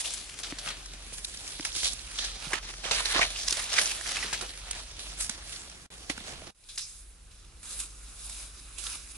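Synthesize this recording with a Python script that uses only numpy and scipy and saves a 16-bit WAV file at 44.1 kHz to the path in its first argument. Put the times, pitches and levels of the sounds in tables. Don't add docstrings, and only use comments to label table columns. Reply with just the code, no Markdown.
import sys
import numpy as np
from scipy import signal
from scipy.io import wavfile

SR = 44100
rng = np.random.default_rng(int(sys.argv[2]) if len(sys.argv) > 2 else 0)


def inscribe(sig):
    pcm = np.round(np.clip(np.atleast_2d(sig).T, -1, 1) * 32767)
    wavfile.write(sys.argv[1], SR, pcm.astype(np.int16))


N = 404381
PATH_FROM_S = 6.52


def amp(db):
    return 10 ** (np.asarray(db) / 20)


def rms_one(x):
    return x / np.sqrt(np.mean(x ** 2) + 1e-20)


def in_time(rows):
    s, *columns = np.transpose(rows)
    return [np.interp(np.arange(N) / SR, s, c) for c in columns]


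def at_hz(points, hz):
    f, level = np.transpose(points)
    return np.interp(np.log(hz), np.log(f), level)


def drift(rate_hz):
    step, settle = 40, 2000
    r = np.exp(-2 * np.pi * rate_hz * step / SR)
    noise = rng.standard_normal(N // step + settle + 2)
    slow = signal.lfilter([1], [1, -2 * r, r * r], noise)[settle:]
    return np.interp(np.arange(N) / step, np.arange(len(slow)), rms_one(slow))


def resonance(x, hz, t60):
    r, w = amp(-60 / (t60 * SR)), 2 * np.pi * hz / SR
    return signal.lfilter([1, 0, -1], [1, -2 * r * np.cos(w), r * r], x)


def pan(db):
    return amp(np.array([db / 2, -db / 2]))


def late_at_left(x, lag):
    heard = np.clip(np.arange(N) - np.round(lag).astype(int), 0, N - 1)
    return np.array([x[heard], x])


def two_ears(envelope, lag):
    common, left, right = rng.standard_normal((3, 2, N)) * envelope
    late = [np.interp(np.arange(N) - np.round(lag), np.arange(N), c) for c in common]
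    return np.stack([late, common, left, right], axis=1)


def bands(source, edges, gain_at):
    # f/Hz, share of power common to both ears
    likeness = [(50, 1), (130, 0.78), (300, 0.52), (600, 0.53), (1200, 0.4), (2500, 0.39), (5000, 0.29),
                (10000, 0.33)]
    out = 0
    for k, (low, high) in enumerate(zip(edges, edges[1:])):
        band = signal.butter(2, [low, high], "band", fs=SR, output="sos")
        y = signal.sosfilt(band, source[k % 2])
        hz = np.sqrt(low * high)
        alike = at_hz(likeness, hz)
        out = out + gain_at(hz) * (np.sqrt(alike) * y[:2] + np.sqrt(1 - alike) * y[2:])
    return out


def hiss():
    # f/Hz, relative level/dB per Hz
    hiss_tone = [(47, -30), (80, 0), (118, -15), (239, -24.5), (288, -26), (369, -23), (1060, -32.5),
                 (1300, -28), (6370, -29), (10500, -30), (11100, -27), (14500, -58), (22000, -120)]
    edges = 100 * 2 ** np.arange(0, 7.1, .5)
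    noise = bands(two_ears(1, 0), edges, lambda hz: amp(at_hz(hiss_tone, hz)))
    return amp(-61) * rms_one(noise)


def rumble():
    # t/s, rms level/dB
    rumble_level = [(0, -57.5), (1.33, -54.5), (1.99, -52), (2.8, -55.5), (3.06, -50), (3.6, -53.5),
                    (5.2, -52), (5.87, -56.5), (6.46, -49), (6.56, -64.5), (7.48, -54.5), (9.17, -55.5)]
    # f/Hz, relative level/dB per Hz
    rumble_tone = [(20, -3), (30, -5.5), (42, 1.5), (58, 6), (70, -1.5), (100, -10), (160, -20.5),
                   (250, -25)]
    edges = 20 * 2 ** np.arange(0, 3.7, .4)
    low = bands(two_ears(1, 0), edges, lambda hz: amp(at_hz(rumble_tone, hz)))
    return amp(in_time(rumble_level)[0]) * rms_one(low)


def drone():
    # t/s, f/Hz, rms level/dB
    engine_note = [(0, 48, -57.5), (.55, 42.84, -51), (1.2, 43.37, -50), (1.5, 43.83, -61),
                   (2.2, 43.03, -45.5), (2.7, 43.04, -50), (3.2, 42.64, -45), (3.6, 44.2, -53),
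                   (4.6, 45.8, -49.5), (5.4, 46.1, -52.5), (5.7, 46.4, -71), (6.6, 47.97, -68),
                   (7.0, 48, -54.5), (7.7, 48.6, -57.5), (8.2, 49.5, -51.5), (9.17, 51, -52)]
    hz, main_db = in_time(engine_note)
    low_db = np.where(np.arange(N) / SR > PATH_FROM_S, -59.5, -72)
    phase = 2 * np.pi * np.cumsum(hz * (1 + .015 * drift(3.0))) / SR
    main_note = amp(main_db + 1.5 * drift(4)) * np.sin(phase)
    low_note = amp(low_db) * np.sin(.68 * phase)
    return np.sqrt(2) * (main_note + low_note)


def thuds():
    # t/s, contact click level/dB, soil f/Hz, soil level/dB re click, left-right level/dB
    contacts = [(.524, -22.5, 285, -8, -1.5), (1.124, -33.5, 523, -10.5, -1.5),
                (1.597, -22.5, 297, -9, -1.5), (1.831, -31.5, 710, -6, -4), (2.469, -34.5, 148, -3, -1.5),
                (2.533, -22, 386, -8, -5), (2.853, -31.5, 526, -3, -6), (2.912, -27, 1000, -3, -9),
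                (3.156, -20.5, 337, -8.5, -6), (3.193, -16.5, 696, -5, -7), (3.52, -31.5, 360, -5.5, -5),
                (4.245, -30, 400, -8, -3), (4.262, -38, 190, -6, -1.5), (4.329, -28, 900, -4, -3),
                (4.424, -29, 380, -8, -3), (5.295, -33, 220, -7, -1.5), (6.099, -19.5, 294, -8.5, -1.5),
                (6.178, -35, 231, -6, -1.5), (6.208, -35.5, 198, -8, -1.5), (6.329, -37.5, 700, -4, -4),
                (6.419, -36.5, 640, -2, -4)]
    thump_db = -19
    soil_cycles, soil_extra_s = 4, .02
    length = 6000
    out = np.zeros((2, N + length))
    click, push = np.zeros((2, length))
    click[:14] = -np.hanning(14)
    push[40:140] = np.hanning(100)
    knock = resonance(click, 2000, .006)
    click = click + 0.25 * knock / np.abs(knock).max()
    deep = resonance(push, 158, 0.031)
    thump = amp(thump_db) * deep / np.abs(deep).max()
    for s, click_db, hz, soil_db, pan_db in contacts:
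        soil = resonance(push if hz < 800 else click, hz, soil_cycles / hz + soil_extra_s)
        body = amp(soil_db) * soil / np.abs(soil).max() + thump
        at = round(s * SR)
        out[:, at:at + length] += amp(click_db) * (click + body) * pan(pan_db)[:, None]
    return out[:, :N]


def snaps(lag):
    # t/s, peak level/dB before panning, ring f/Hz, broad splinters level/dB re ring,
    # treble level/dB re ring, left-right level/dB
    stems = [(0.046, -26, 2780, -1, -10, 5), (0.057, -22.5, 3360, -6, -12, -2),
             (.1375, -22.5, 8400, -8.5, -9.5, 6), (.2946, -27.5, 2850, 3, -14, 0.5),
             (0.389, -25.5, 6070, 19, -3, 4.5), (0.434, -23, 4090, 4, -15, -1.5),
             (.586, -24, 4760, -2.5, -13, 0.5), (0.6744, -23, 2630, -6, -18, 2),
             (0.6874, -23, 3280, -4.5, -19, 1), (0.859, -29, 5110, 6, -22, 1),
             (1.184, -34, 3500, -11, -16, 10), (1.247, -19, 4100, -21, -25, -4.5),
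             (1.372, -25, 5160, -11, -12, 0), (1.4767, -25, 5550, -5, -13, 2),
             (1.608, -24.5, 5310, -3, -9, -2.5), (1.6272, -27.5, 3140, -6, -13, -7),
             (1.6506, -15.5, 2420, 5, -14, 2), (1.7195, -28, 3800, -10, -14, -8),
             (1.751, -19.5, 3600, 2, -16, -5), (1.7813, -25, 3960, -11, -13, -2),
             (1.832, -16.5, 3200, 13, -15, -5), (1.8455, -21, 4720, -6, -13, -10),
             (1.8564, -18, 3200, -6, -15, -4), (1.933, -24, 8270, -6, -7, -16),
             (1.991, -31, 4160, -2, -13, -8), (2.1872, -27.5, 3170, -5, -19, -19),
             (2.5043, -39, 1400, -6, -15, -11), (2.5186, -30, 910, -6, -15, -12),
             (2.5324, -12.5, 1930, -4, -8, 2), (2.5383, -18, 1900, -13, -23, -1),
             (2.841, -30, 2000, -6, -16, -12), (2.8508, -27, 3350, -6, -16, -15),
             (2.912, -13.5, 4020, -12, -15, 5), (2.948, -15, 5280, -15, -17, 2),
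             (3.0048, -20, 1020, -1, -17, -9), (3.055, -20.5, 4340, -16.5, -10, -17.5),
             (3.1617, -19, 1900, -20, -23, -10.5), (3.193, -18.5, 1150, -16, -22, -14),
             (3.213, -14, 2050, -20, -24, -11), (3.2207, -15, 2090, -20, -20, 8),
             (3.2286, -10.5, 2250, -26, -20, -1), (3.3608, -24, 2860, -6, -17, -3),
             (3.4115, -25, 5050, -11.5, -19, -10), (3.482, -10.5, 5040, 1, -15.5, -3.5),
             (3.507, -16, 5760, -10, -12, 9), (3.5252, -11, 4500, 6, -1, -4),
             (3.5543, -27, 6260, -3, -10, 0), (3.5691, -16.5, 5640, 10, 8, -2),
             (3.64, -23.5, 5740, -1, -14, 1), (3.699, -27, 5880, 3, -10, -3),
             (3.7297, -15, 5800, 18, -14, -3.5), (3.7772, -15.5, 1900, 1, -16, -5),
             (3.7827, -12.5, 2100, -15, -21, -10), (3.7872, -15, 1740, -6, -22, -13),
             (3.857, -15, 6100, -6, -13, 1), (4.0107, -27.5, 1770, -1, -16, -10),
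             (4.0602, -27, 1803, -9, -17, -10.5), (4.1676, -18, 2390, -4, -23, -4),
             (4.1884, -25, 2625, -9, -22, 5), (4.2276, -22, 2010, -14, -12, -9),
             (4.236, -23, 2830, -6, -18, 0), (4.329, -19, 2900, 4, -13, 4.5),
             (4.1585, -25, 2800, 0, -13, -2), (4.411, -23, 1420, 8, -6, -8),
             (4.4926, -30.5, 3890, -18, -21, -7), (4.7099, -16, 8460, -2, -4, -3.5),
             (4.9925, -26.5, 3580, 1.5, -16, -4), (5.2039, -23, 7720, -3, -10, 0),
             (5.2085, -17, 8200, 0, -8, 0), (5.223, -24, 8000, -3, -8, 0), (5.231, -26, 8000, -3, -8, 1),
             (5.295, -15, 6960, 10, -9, -8), (5.5268, -32, 3630, -8, -12, -11),
             (5.5615, -29.5, 3960, -17, -12, -9), (5.698, -34, 5770, 0, -11, -1.5),
             (6.0985, -20.5, 2070, -15, -18, 12), (6.1782, -26.5, 1456, 1, -17, -6),
             (6.6388, -42, 4960, -7, -17, 0), (6.759, -32, 7000, -7, -10, -1),
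             (6.777, -22, 4710, -5, -15, -2), (6.793, -26, 4054, -13, -12, -4),
             (7.6305, -32, 9090, -2, -14, -4), (7.655, -32, 8960, -1.5, -12.5, -3),
             (7.8007, -22, 7030, -6.5, -12, 3), (8.297, -27, 8860, -2, -13, -7),
             (8.7842, -32, 8630, -3, -12, -13), (8.839, -23.5, 8830, -4, -19, -6),
             (8.8674, -22.5, 3600, -15, -12, -4), (8.8994, -28, 8490, 0, -13, -3),
             (9.11, -43, 6130, -6.5, -12, -3.5)]
    ring_cycles = 13.3
    fray_s = .0006
    tear_s, snap_t60_s = 0.0028, 0.016
    splinter_spread_db = 2.5
    ahead, length = 200, 3000
    out = np.zeros((2, N + 6000))
    t = (np.arange(length) - ahead) / SR
    bright = signal.butter(2, 5500, "high", fs=SR, output="sos")
    shape = amp(10 * np.minimum(t, 0) / fray_s - 60 * np.maximum(t - tear_s, 0) / snap_t60_s)
    for s, peak_db, hz, broad_db, treble_db, pan_db in stems:
        common, left, right, uneven = rng.standard_normal((4, length))
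        common[ahead] = 3.6
        splinters = amp(splinter_spread_db * np.repeat(uneven[::20], 20))
        burst = np.array([common + .5 * left, common + .5 * right]) * shape * splinters
        ring = resonance(burst, hz, ring_cycles / hz)
        broad = resonance(burst, 2900, 0.00029)
        treble = signal.sosfilt(bright, burst)
        sound = rms_one(ring) + amp(broad_db) * rms_one(broad) + amp(treble_db) * rms_one(treble)
        sound = sound / np.abs(sound).max() * amp(peak_db) * pan(pan_db)[:, None]
        at = round(s * SR)
        late = at + round(lag[min(at, N - 1)])
        out[0, late:late + length] += sound[0]
        out[1, at:at + length] += sound[1]
    return out[:, ahead:N + ahead]


def twig_ticks(lag):
    ticks_per_s, tick_cycles = 25, 24
    out = 0
    for hz in np.geomspace(600, 9000, 16):
        born = rng.random(N) < ticks_per_s / SR
        count = born.sum()
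        clicks = np.zeros(N) + 1e-18
        clicks[born] = amp(7.3 * np.minimum(rng.exponential(1, count), 3)) * rng.choice([-1, 1], count)
        out = out + rms_one(resonance(clicks, hz, tick_cycles / hz)) * np.sqrt(hz / 4000)
    return amp(-18.5) * late_at_left(out, lag)


def leaf_cracks(lag):
    cracks_per_s = 250 * amp(5.0 * drift(20))
    born = rng.random(N) < cracks_per_s / SR
    size_db = 13 + 4.5 * np.minimum(rng.exponential(1, N), 3)
    return late_at_left(born * amp(size_db) * rng.choice([-1, 1], N), lag)


def tread():
    # t/s, crackle level/dB, deep give of the soil level/dB,
    # weight of the tread level/dB re crackle, fine grass level/dB re crackle,
    # left-right of the tread/dB re that of the crackle, left-right level/dB
    brushing = [(0, -49.5, -60, -6, 2.5, 0.5, 1.5), (.9, -50.5, -57, -6.5, -5, 0, -0.5),
                (1.3, -49, -59, -11, 1, 1, -3), (2.051, -50, -61, -8, -3, -1, -2.5),
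                (2.6, -52, -58.5, -7, -3.5, -2, 0), (3.0, -45, -62, -11, -9, -6, 1),
                (3.6, -44.5, -61.5, -7.5, -0.5, -4.5, -2), (4.25, -43.5, -56, -10.5, -4.5, -2.5, 1),
                (4.6, -50.5, -60.5, -9.5, -3, 1, -2.5), (5.4, -51, -58.5, -4.5, -8.5, 2, -2.5),
                (6.05, -57, -58, -3.5, -0.5, 1, -2), (6.5, -54.5, -54, 0, -6, -3, -3.5),
                (6.54, -69, -80, -15, 10, 0, -1), (6.9, -56, -83, -15, 8.5, 0, -1),
                (7.1, -70, -76, -3, 7.5, 0, -3), (7.6, -74, -64, 8, 6, 3, -4),
                (7.9, -60.5, -67, -4, 5, 0, -2), (9.17, -58, -65, -5, 5, 1.5, -2)]
    # weight of the tread level/dB, coarse leaves level/dB,
    # fine grass level/dB; left-right level/dB
    crunches = [(.009, -34, .03, .012, -14.5, -6, 3.5, -1), (.058, -34, .02, .035, -13, -8.5, -3, 1),
                (.14, -41, .08, .05, -13, -6, 0, 1), (.435, -37, .004, 0.07, -10.5, -3.5, -10, 1),
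                (.59, -40, 0, 0.02, -12, -7, -2, 0), (0.689, -37.5, 0.06, 0.0546, -8, -1, -6, 0.5),
                (1.13, -46.5, -0.2, 0.05, -11, -6, 4, -3), (1.251, -35.5, .006, 0, -33, -19, 4, -1),
                (1.5, -45.5, 0.2, 0.2, -12, -7, -7, 0), (1.65, -35.5, 0.0052, 0.05, -13, -6, -3, -4),
                (1.78, -34, 0.05, 0.13, -19, -12, -4, -3), (1.845, -27, 0.01, .05, -20, -12, -9, -3),
                (1.868, -28, .03, .018, -18.5, -11, -9, -2.5), (2.189, -32, .008, .03, -16, -10, -15, -2),
                (2.25, -34.5, 0.11, 0.09, -14, -7.5, -8.5, -2),
                (2.458, -35.5, 0.0552, 0.06, -11.5, -6.5, -8, -5.5), (2.506, -44, .003, .04, 3, 3, -4, -9),
                (2.54, -40, .008, .03, -3, 7.5, -5, -6.5), (2.585, -44, .07, .008, -6, 6, -4, -9),
                (2.711, -39, .06, -0.1, -10, -4.5, -11.5, -2), (2.74, -44, -0.05, -0.2, 1, 9.5, -9, -7),
                (2.842, -37, .006, .15, -6, 0, -10, -4), (2.913, -28, .004, .04, -8, -3.5, -11, -6),
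                (2.96, -33, .05, .05, -10, -3.5, -7, -5), (3.005, -29.5, .04, .015, -12, -2, -9, -3.5),
                (3.056, -33, .005, .05, -10, -2, -7, -2), (3.125, -31, .09, .012, -13.5, -2.5, -6, -2),
                (3.15, -37, .02, .09, -14, -4, -8, -4), (3.169, -36, .02, 0.0437, 2.5, 6, -10, -6),
                (3.23, -25, .07, 0.02, -6, -0.5, -16, -1.5),
                (3.389, -37.5, 0.13, 0.15, -16, -10, -6.5, -2.5),
                (3.484, -26, .005, -0.0146, -20, -14, -7, -5), (3.509, -29, .015, .01, -16, -14, -5, -3),
                (3.53, -37, -0.02, 0.13, -13, -4, -2.5, -3), (3.571, -37, .003, .05, -8, 0, -3, -3),
                (3.787, -27.5, 0.0547, 0.0321, -10.5, -3.5, -7.5, -0.5),
                (3.86, -35, 0.12, 0.16, -12, -3, -1, -2.5), (4.06, -43.5, -0.13, -0.04, -4, 4.5, -8, -7),
                (4.1, -37, .07, .2, -15, -5, -5, -1.5), (4.21, -38, 0.12, .12, -6.5, 0, -15, -2),
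                (4.331, -27, 0, 0.0178, -5.5, -2.5, -6.5, 1.5), (4.412, -40, .003, .03, 0, 3, 0, -3),
                (4.435, -44, .03, .02, 6, 4, -5, -3), (4.8, -43.5, .2, .025, -7, -1.5, -9, -2),
                (5.0, -42.5, -0.05, 0.19, -12, -10, -5, -2.5), (5.208, -37, .015, .05, -12, -6, 6, -3),
                (5.3, -37.5, -0.03, 0.04, -12, -10, -7, -3), (5.531, -44, 0.1, .13, -18.5, -7, -1.5, -2),
                (6.099, -32.5, 0, 0.02, -4.5, 0, -5, -7), (6.179, -44.5, -0.03, 0, 3, 2, -2, -3.5),
                (6.3, -48, 0.25, .16, -2.5, -1.5, -3, -3.5), (6.689, -47, -0.04, 0.07, -29, -13, -5, 0),
                (6.78, -36, 0, 0.05, -30, -13.5, -0.5, -2.5), (7.31, -61, -0.06, 0.35, -16, -12, 1, -2.5),
                (7.45, -54.5, -0.05, 0, -21.5, -7, -0.5, -4), (7.64, -56.5, .012, 0.14, -3, 1, 6, -4),
                (7.73, -46, 0.06, 0.07, -9, -5.5, 6, -1), (7.803, -41, .015, .025, -19, -8, 7, -3),
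                (7.84, -47, .05, .04, -20, -8, 4, -2), (8.26, -54, .15, .1, -9, -7, 7, -2),
                (8.297, -48, .006, 0.06, -13, -18, 7.5, -3), (8.43, -50, .2, .07, -7.5, -3, 5.5, 0.5),
                (8.6, -53.5, 0.03, -0.1, -7, -3, 3, -3), (8.785, -48, .006, .15, -10, -5.5, 7, -11),
                (8.868, -45, .06, .06, -10, -3, 4, -2), (8.93, -47, .1, .07, -10, -1.5, 5, -1.5),
                (9.12, -53, 0.03, 0, -10, -3, 7.5, -4)]
    coarse_follows, coarse_db = 0.59, 1.5
    soil_give_db = -16
    t = np.arange(0, N, 32) / SR
    s, *columns = np.transpose(brushing)
    level_db, deep_db, weight_db, fine_db, low_pan_db, pan_db = [np.interp(t, s, c) for c in columns]
    coarse_level_db = level_db + coarse_follows * weight_db + coarse_db
    power = amp(2 * np.array([deep_db, level_db + weight_db, coarse_level_db, level_db, level_db + fine_db]))
    sides = power[[1, 3]] * pan_db
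    for s, db, swell, fade, weight, coarse, fine, side_db in crunches:
        shape_db = db - 10 * np.where(t < s, (s - t) / max(swell, .002), (t - s) / max(fade, .002))
        colour = amp(2 * np.array([weight + soil_give_db, weight, coarse, 0, fine]))
        pressed = colour[:, None] * amp(2 * shape_db)
        power = power + pressed
        sides = sides + pressed[[1, 3]] * side_db
    sides = sides / power[[1, 3]] + [low_pan_db, 0 * t]
    *levels_db, low_side_db, side_db = in_time(np.vstack([t, 10 * np.log10(power), sides]).T)
    return levels_db, low_side_db, side_db


def litter(lag):
    # f/Hz, level/dB per Hz
    crackle_tone = [(120, 19), (250, 17), (500, 13), (750, 13.5), (1000, 8.5), (1400, 11), (2000, 9),
                    (3000, 10), (4500, 10), (6500, 10), (8500, 5), (11000, 9.5)]
    # f/Hz, left-right level/dB
    pair_tilt = [(5000, 0.5), (8000, 1.5), (11000, -2.5)]
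    levels_db, low_pan_db, pan_db = tread()
    sizes = amp(5 * np.minimum(rng.exponential(1, N), 4))
    grains_per_s = 1100 * amp(4.0 * drift(25))
    born = rng.random(N) < grains_per_s / SR
    grain_t60_s = 0.013
    grains = signal.lfilter([1], [1, -amp(-60 / (grain_t60_s * SR))], sizes * born + 1e-18)
    smooth = np.where(np.arange(N) / SR > PATH_FROM_S, .88, 0.63)
    envelope = np.sqrt(smooth + (1 - smooth) * rms_one(grains) ** 2)
    centres = np.log([180, 650, 1850, 4300, 9000])

    def gain_at(hz):
        shares = [np.interp(np.log(hz), centres, row) for row in np.eye(len(centres))]
        level_db = sum(share * db for share, db in zip(shares, levels_db))
        side_db = (low_pan_db if 400 < hz < 1800 else pan_db) + at_hz(pair_tilt, hz)
        return pan(side_db) * amp(level_db + at_hz(crackle_tone, hz) + 1.69 * drift(10.2))

    source = two_ears(envelope, lag)
    source[:, :2] += (twig_ticks(lag) + leaf_cracks(lag)) * np.sqrt(1 - smooth)
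    return bands(source, 100 * 2 ** np.arange(0, 7.1, .5), gain_at)


def ground_echo(x):
    dull = signal.sosfilt(signal.butter(1, 3500, fs=SR, output="sos"), x)
    echo = .35 * np.roll(dull, 33, axis=1)
    return np.where(np.arange(N) / SR > PATH_FROM_S, x + echo, x)


def scene():
    # t/s, lag of the left ear/ms
    bearing = [(0, -0.019), (.7, 0.038), (1.2, 0.11), (2.3, 0.081), (2.6, -0.076), (3.2, -0.13),
               (3.5, -0.008), (3.8, -0.072), (4.3, 0.039), (5.2, .12), (6.4, 0.13), (6.6, -0.034), (9.2, 0)]
    lag = in_time(bearing)[0] * SR / 1000
    background = hiss() + rumble() + drone()
    return background + thuds() + snaps(lag) + ground_echo(litter(lag))


def record(dry):
    # start t/s, end t/s, first level/dB, last level/dB, level/dB at the return, time to settle/s
    dropouts = [(5.863, 5.902, -13.5, -42, 1, .01), (6.507, 6.546, -8, -26, -12, 0.13)]
    t, gain_db = np.arange(N) / SR, np.zeros(N)
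    for start, end, first_db, last_db, back_db, settle in dropouts:
        times = [start, start + .001, end, end + 0.001, end + .002 + settle]
        gain_db += np.interp(t, times, [0, first_db, last_db, back_db, 0])
    steep = signal.ellip(12, .5, 90, 11000, fs=SR, output="sos")
    return signal.sosfilt(steep, dry * amp(gain_db))


dry = scene()
out = record(dry)
inscribe(out)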